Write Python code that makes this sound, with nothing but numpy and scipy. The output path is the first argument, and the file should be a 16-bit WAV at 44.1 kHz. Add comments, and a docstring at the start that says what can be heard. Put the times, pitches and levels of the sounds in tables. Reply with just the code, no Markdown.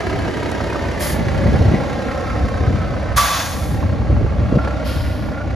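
"""On a gravel yard a six-cylinder diesel tractor unit idles slowly past and away, its injectors knocking.
Each firing drives bursts of coloured noise and moves the exhaust note; narrow noise bands slide in pitch.
Grit crunches, a few stones snap and loose parts clank: noise under short envelopes.
The air brakes let off three hisses of noise, the middle one loud and ringing in the valve.
Gusts of low noise and single swirling eddies buffet two closely spaced microphone ports."""
import sys
import numpy as np
from scipy import signal
from scipy.fft import rfft, irfft, next_fast_len
from scipy.io import wavfile
from scipy.ndimage import uniform_filter1d, minimum_filter1d, map_coordinates

SR = 44100
rng = np.random.default_rng(int(sys.argv[2]) if len(sys.argv) > 2 else 0)


def master(y):
    """Save y as 16-bit WAV."""
    cut = np.clip(np.atleast_2d(y).T, -1, 1)
    pcm = np.round(cut * 32767)  # scale
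    wavfile.write(sys.argv[1], SR, pcm.astype(np.int16))


N = 244755

# engine speed: start_s, firings_per_s
FIRING_RATE = [(0.0, 32.27), (0.4, 33.67), (0.9, 32.36), (1.7, 32.7), (2.1, 32.23), (2.7, 33.1),
               (3.5, 33.62), (4.0, 32.81), (4.4, 30.8), (4.7, 33.5), (5.3, 32.02), (5.55, 31.62)]
# engine as the cab hides it and the gap under the chassis shows it again:
# start_s, level_db, knocks_over_running_noise_db
ENGINE_VIEW = [(0, -1, -2.5), (1.6, -0.5, -5), (2.5, -2.6, -4), (3.1, -3.5, -5), (3.9, -5, -4.5),
               (4.35, -6, -10.5), (4.65, -3.5, 2), (4.85, -3, -8), (5.05, -6, -8), (5.55, -7, -2.5)]
# left-right likeness of engine, air and wind: pitch_hz, coherence (0 to 1)
ENGINE_ALIKE = [(60, 0.44), (150, 0.42), (600, 0.71), (1300, 0.87), (3000, 0.67), (7000, 1), (12000, 1)]
AIR_ALIKE = [(500, 0.67), (1200, 0.94), (4000, 0.79), (12000, 1)]
WIND_ALIKE = [(60, 1), (150, 0.53), (400, 0.71)]


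def amp(db):
    """Amplitude factor of a level in dB."""
    return 10 ** (np.asarray(db) / 20)


def unit(x):
    """Scale to an rms of 1."""
    return x / np.sqrt(np.mean(x ** 2) + 1e-20)


def along(points, hz):
    """Read (Hz, value) points at any frequency, on a log axis."""
    f, v = np.transpose(points)
    return np.interp(np.log(hz + 1), np.log(f + 1), v)


def curves(rows):
    """One value per sample for each column after the time."""
    s, *cols = np.transpose(rows)
    return [np.interp(np.arange(N) / SR, s, c) for c in cols]


def wobble(rate):
    """A smooth random curve, rate knots a second."""
    knots = rng.standard_normal(int(N * rate / SR) + 4)
    return map_coordinates(knots, [np.arange(N) * rate / SR])


def filtered(x, response):
    """x times a complex response of frequency."""
    m = next_fast_len(N + SR // 2)
    return irfft(rfft(x, m) * response(np.fft.rfftfreq(m, 1 / SR)), m)[..., :N]


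def colour(spectrum, hz, peaks=()):
    """Response of a spectrum that falls away beyond its ends, with resonances on top."""
    low_end = 1 / (1 + (spectrum[0][0] / 2 / (hz + 1)) ** 4)
    high_end = 1 / (1 + (hz / 2 / spectrum[-1][0]) ** 4)
    ring = 1 + sum((amp(db) - 1) / (1 + 2j * (hz - centre) / width) for centre, width, db in peaks)
    return amp(along(spectrum, hz)) * low_end * high_end * ring


def rush(spectrum, alike, peaks=(), drive=1):
    """Stereo noise of rms 1, driven by an envelope before it is coloured."""
    def mid_side(hz):
        turn = np.arccos(np.clip(along(alike, hz), -1, 1)) / 2
        return colour(spectrum, hz, peaks) * [np.cos(turn), np.sin(turn)]
    mid, side = filtered(rng.standard_normal((2, N)) * drive, mid_side)
    return unit(np.array([mid + side, mid - side]))


def bursts(rows, t60, attack_s):
    """An envelope that jumps at each (s, dB) row and dies by 60 dB in t60 seconds."""
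    t = np.arange(N) / SR
    return sum(amp(db - 60 * np.abs(t - s) / t60) * np.clip((t - s) / attack_s, 0, 1) for s, db in rows)


def strikes(sizes, decay_s):
    """Each impulse dies away exponentially."""
    return signal.lfilter([1], [1, -np.exp(-1 / (decay_s * SR))], sizes)


def knocks(firings, swell_s, bed, scatter_db):
    """One swelling, dying burst per firing, each cylinder at its own strength, over a steady bed."""
    # knock strength in firing order: level_db
    cylinders = [2.5, -3, 1, 3, -2.5, 1]
    index = np.floor(firings).astype(int) + 1
    scatter = scatter_db * rng.standard_normal(size=256)[index]
    size = amp(np.array(cylinders)[(index - 1) % len(cylinders)] + scatter)
    age = firings % 1 / curves(FIRING_RATE)[0] / swell_s
    return np.hypot(bed, amp(curves(ENGINE_VIEW)[1]) * size * age * np.exp(1 - age))


def turned_away():
    """How far the truck shows its back, from side-on to straight behind."""
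    # view: start_s, share_behind (0 side-on to 1 from behind)
    view = [(.4, 0.021), (2, 0.31), (3.2, 1)]
    return curves(view)[0]


def turning(side, rear, behind, drive):
    """Cab and wheels screen different bands as the truck turns its back: side colour fades into rear."""
    # ringing of the block and its covers: pitch_hz, width_hz, peak_db
    covers = [(594, 300, 5.5)]
    from_side = np.sqrt(1 - behind) * rush(side, ENGINE_ALIKE, covers, drive)
    from_rear = np.sqrt(behind) * rush(rear, ENGINE_ALIKE, covers, drive)
    return from_side + from_rear


def gear_slaps(level_db):
    """Gears and valve train slap at random moments, regardless of the firings; some knocks stand out."""
    # slap colour: pitch_hz, relative_db_per_hz
    slap = [(350, -8), (600, 8.5), (850, 0), (1100, 2.5), (1600, -4), (2100, -15.5), (2800, -25.5),
            (5000, -35)]
    # knocks harder than the rest: start_s, level_db
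    hard_knocks = [(0.152, -30), (0.39, -27), (0.423, -22), (0.603, -16.5), (0.757, -17), (1.555, -19),
                   (1.801, -20), (2.354, -17.5), (2.542, -19), (3.054, -27), (3.827, -20), (3.892, -22.5),
                   (4.166, -24.5), (4.195, -27), (4.263, -21), (4.324, -23), (4.487, -32), (4.639, -33),
                   (4.674, -19), (4.727, -29), (4.976, -33)]
    slaps_per_s, decay_s, slaps_db = 110, 0.0025, -37.5
    sizes = (rng.random(N) < slaps_per_s / SR) * (.5 + .5 * rng.random(N))
    slaps = amp(slaps_db + level_db) * rush(slap, ENGINE_ALIKE, drive=strikes(sizes, decay_s))
    hard = bursts(hard_knocks, t60=.032, attack_s=.0005) * rush(slap, ENGINE_ALIKE)
    return slaps, hard


def sliding_band(track, width_hz, drive):
    """A narrow band of knocking noise whose pitch slides: low-passed noise shifted up to a moving centre."""
    hz, db = curves(track)
    struck = drive * rng.standard_normal((2, N))
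    a, b = filtered(struck, lambda offset: 1 / (1 + 1j * offset / width_hz) ** 2)
    phase = 2 * np.pi * np.cumsum(hz) / SR
    tone = a * np.cos(phase) + b * np.sin(phase)
    return amp(db) * unit(amp(4.3 * wobble(13)) * tone)


def sliding_bands(rattles):
    """Two narrow bands of knocking noise stand out, the upper one brighter and wider."""
    # band reinforced by the ground reflection, sliding as the path changes: start_s, pitch_hz, level_db
    low_track = [(0, 1269, -60), (1.6, 1370, -52), (2.2, 1335, -37.5), (3, 1291, -41.5), (3.8, 1290, -51),
                 (4.4, 1335, -52.5), (4.75, 1388, -36), (5.05, 1425, -41), (5.55, 1420, -46)]
    # brighter band, strongest as the cab goes by: start_s, pitch_hz, level_db
    high_track = [(0, 1650, -53), (.7, 1900, -42), (1.3, 2080, -39.5), (2.5, 2120, -44.5), (3.2, 2100, -41),
                  (4, 1950, -59), (5.55, 1900, -50)]
    return sliding_band(low_track, 60, rattles) + sliding_band(high_track, 260, rattles)


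def exhaust_note(firings, behind):
    """Exhaust pulses sound as harmonics of the firing rate, each wavering in level."""
    # harmonics: multiple_of_firing_rate, relative_db
    harmonics = [(2, 3.5), (3, -4), (4, -9), (5, -4.5), (6, -6.5), (7, -39), (9, -10)]
    note = sum(amp(db + 5.7 * wobble(5)) * np.sin(2 * np.pi * (k * firings + rng.random()))
               for k, db in harmonics)
    return amp(-33.0 + 1.6 * behind) * unit(note)


def drifting_paths(x, depth_db):
    """Reflections off the chassis cut narrow ripples, drawn here as a random field that drifts in time."""
    z = signal.stft(x, nperseg=2048)[2]
    field = uniform_filter1d(rng.standard_normal(z.shape[1:]), size=3, axis=0)
    field = uniform_filter1d(field, size=22, axis=1)
    rippled = z * amp(depth_db * (unit(field) - depth_db / 10))
    return signal.istft(rippled, nperseg=2048)[1][:, :N]


def ground_bounce(x):
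    """Direct sound plus a later, duller one off the ground: a comb of bands that slides with the delay."""
    # reflection: start_s, delay_behind_direct_s
    bounce = [(0, .003), (.4, .00313), (.7, .0032), (1.24, .00352), (1.8, .00367), (2.4, .00381),
              (3, .00387), (3.85, .00365), (4.4, .00365), (4.75, .0036), (5.3, .00354), (5.55, .00355)]
    bounce_gain, bounce_top_hz = .42, 4500
    late = np.arange(N) - curves(bounce)[0] * SR
    dull = filtered(x, lambda hz: 1 / (1 + (hz / bounce_top_hz) ** 2))
    echo = np.array([map_coordinates(side, [late]) for side in dull])
    return (x + bounce_gain * echo) / np.hypot(1, bounce_gain)


def engine():
    """Each firing thumps the block, rattles covers, ticks injectors and pushes the exhaust; gears slap."""
    # block seen from the side and from behind: pitch_hz, relative_db_per_hz
    block_side = [(45, -9), (65, -5), (100, 4), (170, -1.5), (230, 1.5), (290, 0), (400, -1), (470, 0),
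                  (640, -7), (740, -6), (850, -8), (1200, -14)]
    block_rear = [(45, -5), (68, 9), (110, -7.5), (190, 3), (240, -5), (295, 2.5), (380, -11.5), (450, -6),
                  (560, -4), (690, -3), (850, -11.5), (1200, -23.5)]
    # clatter seen from the side and from behind: pitch_hz, relative_db_per_hz
    clatter_side = [(500, -21), (780, 2.5), (950, -0.5), (1350, -1.5), (1650, 2.5), (2100, 0.5),
                    (2700, -13), (4000, -15)]
    clatter_rear = [(500, -25), (800, 2.5), (1100, 4), (1500, 1.5), (1700, 0), (2050, -1), (2700, -9),
                    (4000, -33)]
    # injector ticks: pitch_hz, relative_db_per_hz
    tick_colour = [(1500, -3), (2700, 5), (3500, 4.5), (4500, 4), (6500, -3.5), (9000, -7.5), (12000, -20),
                   (15000, -24)]
    block_db, clatter_db, tick_db = -23, -31.5, -40  # before the view's level
    tick_shadow_db = -0.5  # extra loss from behind

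    level_db = curves(ENGINE_VIEW)[0]
    firings = np.cumsum(curves(FIRING_RATE)[0]) / SR - .11
    behind = turned_away()
    thumps = knocks(firings, swell_s=.0045, bed=.8, scatter_db=1.5)
    rattles = knocks(firings, swell_s=.0033, bed=.4, scatter_db=1.6)
    ticks = knocks(firings, swell_s=.005, bed=.9, scatter_db=1.8)

    block = amp(block_db + level_db) * turning(block_side, block_rear, behind, thumps)
    clatter = amp(clatter_db + level_db) * turning(clatter_side, clatter_rear, behind, rattles)
    tick_level = amp(tick_db + level_db + tick_shadow_db * behind)
    tick = tick_level * rush(tick_colour, ENGINE_ALIKE, drive=ticks)
    slaps, hard = gear_slaps(level_db)
    running = drifting_paths(block + clatter + slaps + tick, depth_db=1.7)
    return ground_bounce(running + sliding_bands(rattles) + hard) + exhaust_note(firings, behind)


def gravel():
    """Fine grit crunches under the tyres as random tiny grains, and a few stones snap."""
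    # stones snapping under a tyre: start_s, level_db
    stones = [(.492, -40), (.4997, -32), (.5155, -28), (.5177, -33), (.5214, -48)]
    grit = (rng.random(N) < 150 / SR) * rng.random(N)  # 150 grains a second
    grains = strikes(grit, decay_s=0.0046)
    crunch = rush([(600, 7), (2000, 11), (5000, -13.5), (14000, -34)], AIR_ALIKE, drive=grains)
    snap_noise = rush([(3000, 0), (7000, 8), (15000, -10)], AIR_ALIKE)
    return amp(-46.0) * crunch + bursts(stones, t60=0.0095, attack_s=.0001) * snap_noise


def gusting():
    """Strength of rumble and flutter: gusts swell, hold and drop on top of a light breeze."""
    # gusts: full_strength_s, rise_s, hold_s, rumble_db, flutter_db
    gusts = [(1.172, 0.19, 0.11, -24, -22.5), (1.425, 0.4, 0.12, -16.5, -23.5),
             (1.57, 0.2, 0.18, -22.5, -20.5), (1.787, .05, 0.023, -24.5, -38),
             (2.295, 0.08, 0.048, -22.5, -38), (2.414, 0.23, 0.11, -20, -31),
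             (2.674, 0.17, 0.075, -18, -24), (2.892, 0.097, 0.026, -19.5, -27),
             (3.138, 0.17, 0.077, -20, -48), (3.68, 0.32, 0.42, -17.5, -28),
             (4.123, 0.052, 0.12, -13.5, -26.5), (4.368, 0.069, 0.15, -17, -25.5),
             (4.685, 0.076, 0.14, -27, -27.5), (4.997, 0.24, 0.076, -18.5, -48),
             (5.247, 0.13, 0.029, -26.5, -27), (5.507, 0.18, .03, -21.5, -29)]
    breeze_rumble_db, breeze_flutter_db = -28, -32.5
    fall_s = 0.21  # to a tenth of the strength; the rise starts its count from a tenth too
    t = np.arange(N) / SR
    power = amp([[breeze_rumble_db], [breeze_flutter_db]]) ** 2
    for s, rise, hold, rumble_db, flutter_db in gusts:
        shape_db = -20 * (np.maximum((s - t) / rise, 0) + np.maximum((t - s - hold) / fall_s, 0))
        power = power + amp(shape_db + np.array([[rumble_db], [flutter_db]])) ** 2
    return np.sqrt(power)


def port_eddies():
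    """Single eddies strike the ports: a short low swirl with splutter, smaller ones spluttering most."""
    # eddies: centre_s, level_db, pitch_hz
    eddies = [(1.276, -13, 113), (1.462, -5.5, 147), (1.56, -14.5, 106), (1.614, -2, 85), (1.659, -5, 106),
              (1.684, -9, 94), (1.72, -6.5, 151), (1.742, -3, 203), (1.755, -9, 124), (2.447, -10, 85),
              (2.553, -16, 75.4), (2.613, -10.5, 86), (2.681, -7, 100), (2.706, -13, 226), (2.79, -15, 109),
              (4.105, -7.5, 90), (4.13, -9.5, 104), (4.214, -9.5, 80), (4.249, -7, 77), (4.526, -6, 213),
              (4.544, -8.5, 79), (4.561, -6.5, 140), (4.574, 1, 174)]
    splutter_hz = 450
    splutter = rush([(150, -10), (330, 0), (580, -6), (1100, -36), (3000, -70)], WIND_ALIKE)
    out = np.zeros((2, N))
    for s, db, hz in eddies:
        cycles = (np.arange(N) / SR - s) * hz
        swirl = np.cos(2 * np.pi * (cycles + rng.random())) + hz / splutter_hz * splutter
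        out += amp(db) * np.exp(-(cycles / 0.73) ** 2) * swirl
    return out


def wind():
    """Gusts rumble and flutter on the ports as lumpy low noise; single eddies thump and splutter."""
    # rumble and flutter colours: pitch_hz, relative_db_per_hz
    buffet_colour = [(22, -40), (40, -18), (60, 0), (80, 0), (105, -1.5), (160, -17), (300, -30.5)]
    flutter_colour = [(70, -37), (130, 4.5), (220, 4), (330, -6.5), (500, -11.5), (900, -28), (2000, -50)]
    rumbling, fluttering = gusting()
    lumps = wobble(35)
    buffet = rumbling * unit(amp(1.0 * lumps) * rush(buffet_colour, WIND_ALIKE))
    flutter = fluttering * unit(amp(2.5 * lumps) * rush(flutter_colour, WIND_ALIKE))
    return buffet + flutter + port_eddies()


def chassis():
    """Loose parts clank or ping over the bumps, each ringing briefly in its own band."""
    # clanks: start_s, level_db, pitch_hz, width_hz
    clanks = [(0.725, -18, 1330, 600), (.746, -20, 1390, 300), (4.07, -30, 1840, 50)]
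    out = np.zeros((2, N))
    for s, db, hz, width in clanks:
        band = [(hz / 3, -50), (hz - width, -12), (hz, 0), (hz + width, -12), (2 * hz, -45)]
        out += bursts([(s, db)], t60=0.035, attack_s=0.0013) * rush(band, ENGINE_ALIKE)
    return out


def venting(s, attack_s, open_s, sag_db_per_s, fall_db_per_s):
    """Air flow through a valve: it opens, sags with the pressure and dies quickly once it closes."""
    t = np.maximum(np.arange(N) / SR - s, 0)
    sag_db = sag_db_per_s * np.minimum(t, open_s)
    fall_db = fall_db_per_s * np.maximum(t - open_s, 0)
    return np.minimum(t / attack_s, 1) * amp(-sag_db - fall_db)


def brake_puffs():
    """Two light puffs of brake air, with faint whistles from the small ports."""
    # puffs: start_s, attack_s, open_s, level_db, sag_db_per_s, fall_after_closing_db_per_s
    puffs = [(.99, 0.037, 0.14, -22, 55, 275), (4.84, 0.031, 0.42, -31.5, 36.5, 103)]
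    # colours of the first and last puff: pitch_hz, relative_db_per_hz
    first_air = [(1000, -8), (1900, 1), (2600, -7), (4000, -5), (4900, -4), (5900, -6), (6600, -5),
                 (8500, -3.5), (10500, 0), (14500, -8.5)]
    last_air = [(1200, -3.5), (2900, -0.5), (3300, -5), (3900, -2), (4500, -1.5), (5300, -3), (5800, -10),
                (8500, -12.5), (10200, -8.5), (14500, -13)]
    # whistles of the air ports: pitch_hz, width_hz, peak_db
    nozzle = [(3230, 170, 7.5), (4880, 630, 2.5)]
    out = np.zeros((2, N))
    for (s, attack, length, db, sag, fall), air in zip(puffs, [first_air, last_air]):
        out += amp(db) * venting(s, attack, length, sag, fall) * rush(air, AIR_ALIKE, nozzle)
    return out


def full_release():
    """The full brake release: its roar rings the valve and dies before its fizz; the valve chatters."""
    # roar and fizz colours: pitch_hz, relative_db_per_hz
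    roar_colour = [(300, -49), (650, -1), (850, -1), (1150, -8), (1450, 0), (2200, -6), (2750, -8),
                   (3500, -5), (4700, -7), (6800, -6.5), (9000, -37), (14000, -14)]
    fizz_colour = [(3000, -2), (6500, -1), (9000, 4), (11000, 0.5), (14500, -1)]
    # resonances of the release valve: pitch_hz, width_hz, peak_db
    valve = [(684, 50, 4), (1026, 16, 9), (1095, 30, 13), (1151, 13, 21), (1313, 22, 9), (1620, 30, 7),
             (1880, 60, 5), (1936, 16, 7), (2085, 37, 5), (2430, 24, 6), (2586, 18, 8), (3470, 15, 11),
             (4403, 27, 7), (6154, 12, 8), (6561, 35, 5), (7160, 16, 9)]
    # spurts of air as the valve chatters: start_s, level_db
    spurt_rows = [(3.17, -8), (3.195, -28), (3.226, -14.5), (3.246, -20), (3.3, -19), (3.335, -23),
                  (3.421, -23.5), (3.5, -29)]
    release_s, attack_s, roar_db, fizz_db = 3.16, 0.017, -13, -15
    roar_flow = venting(release_s, attack_s, open_s=0.24, sag_db_per_s=17, fall_db_per_s=77)
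    fizz_flow = venting(release_s, attack_s, open_s=0.57, sag_db_per_s=45, fall_db_per_s=121)
    spurt_colour = [(600, -12), (900, -6), (1140, 7), (1400, -4), (2200, -2), (3000, -12), (7000, -25)]
    spurts = bursts(spurt_rows, t60=.27, attack_s=.008) * rush(spurt_colour, AIR_ALIKE, valve)
    sputter = amp(.9 * wobble(70))
    roar = amp(roar_db) * sputter * roar_flow * rush(roar_colour, AIR_ALIKE, valve)
    fizz = amp(fizz_db) * fizz_flow * rush(fizz_colour, AIR_ALIKE)
    return roar + fizz + spurts


def two_ports(x):
    """The spaced ports hear the truck with a phase and level offset, split evenly between left and right."""
    # phase: pitch_hz, left_lead_rad
    port_phase = [(800, 0), (1640, .3), (2400, .7), (3300, .1), (5200, .5), (5800, -.3), (6800, -.7),
                  (8100, -3.1), (11400, -6.3), (15000, -9.4)]
    # balance: pitch_hz, left_minus_right_db
    port_balance = [(200, -1), (700, -2.1), (1300, -2.5), (2400, 0.5), (4400, 2), (8000, -0.5)]

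    def response(hz):
        offset = 1j * along(port_phase, hz) + np.log(amp(along(port_balance, hz)))
        return np.exp(np.array([[.5], [-.5]]) * offset)
    return filtered(x, response)


def scene():
    """Truck and wind as they reach the two ports."""
    truck = engine() + gravel() + chassis() + brake_puffs() + full_release()
    return two_ports(truck) + wind()


def gain_control(x):
    """Loud treble turns everything down; the gain creeps back as the smoothed treble power decays."""
    threshold_db, cut_db_per_db, recovery_s = -23.5, 0.48, 0.13
    treble = filtered(x, lambda hz: hz > 800)
    keep = np.exp(-1 / (recovery_s * SR))
    power = signal.lfilter([1 - keep], [1, -keep], np.mean(treble ** 2, axis=0))
    over_db = np.maximum(10 * np.log10(power + 1e-12) - threshold_db, 0)
    return x * amp(-cut_db_per_db * over_db)


def record(dry):
    """Ride the gain, duck under the highest peaks, fade the very edges and cut all above a band limit."""
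    top_hz = 15800
    x = gain_control(dry)
    needed = 1 / np.maximum(np.abs(x).max(axis=0) / .85, 1)
    held = x * uniform_filter1d(minimum_filter1d(needed, size=301), size=301)
    return filtered(held * signal.windows.tukey(N, .001), lambda hz: hz < top_hz)


dry = scene()
out = record(dry)
master(out)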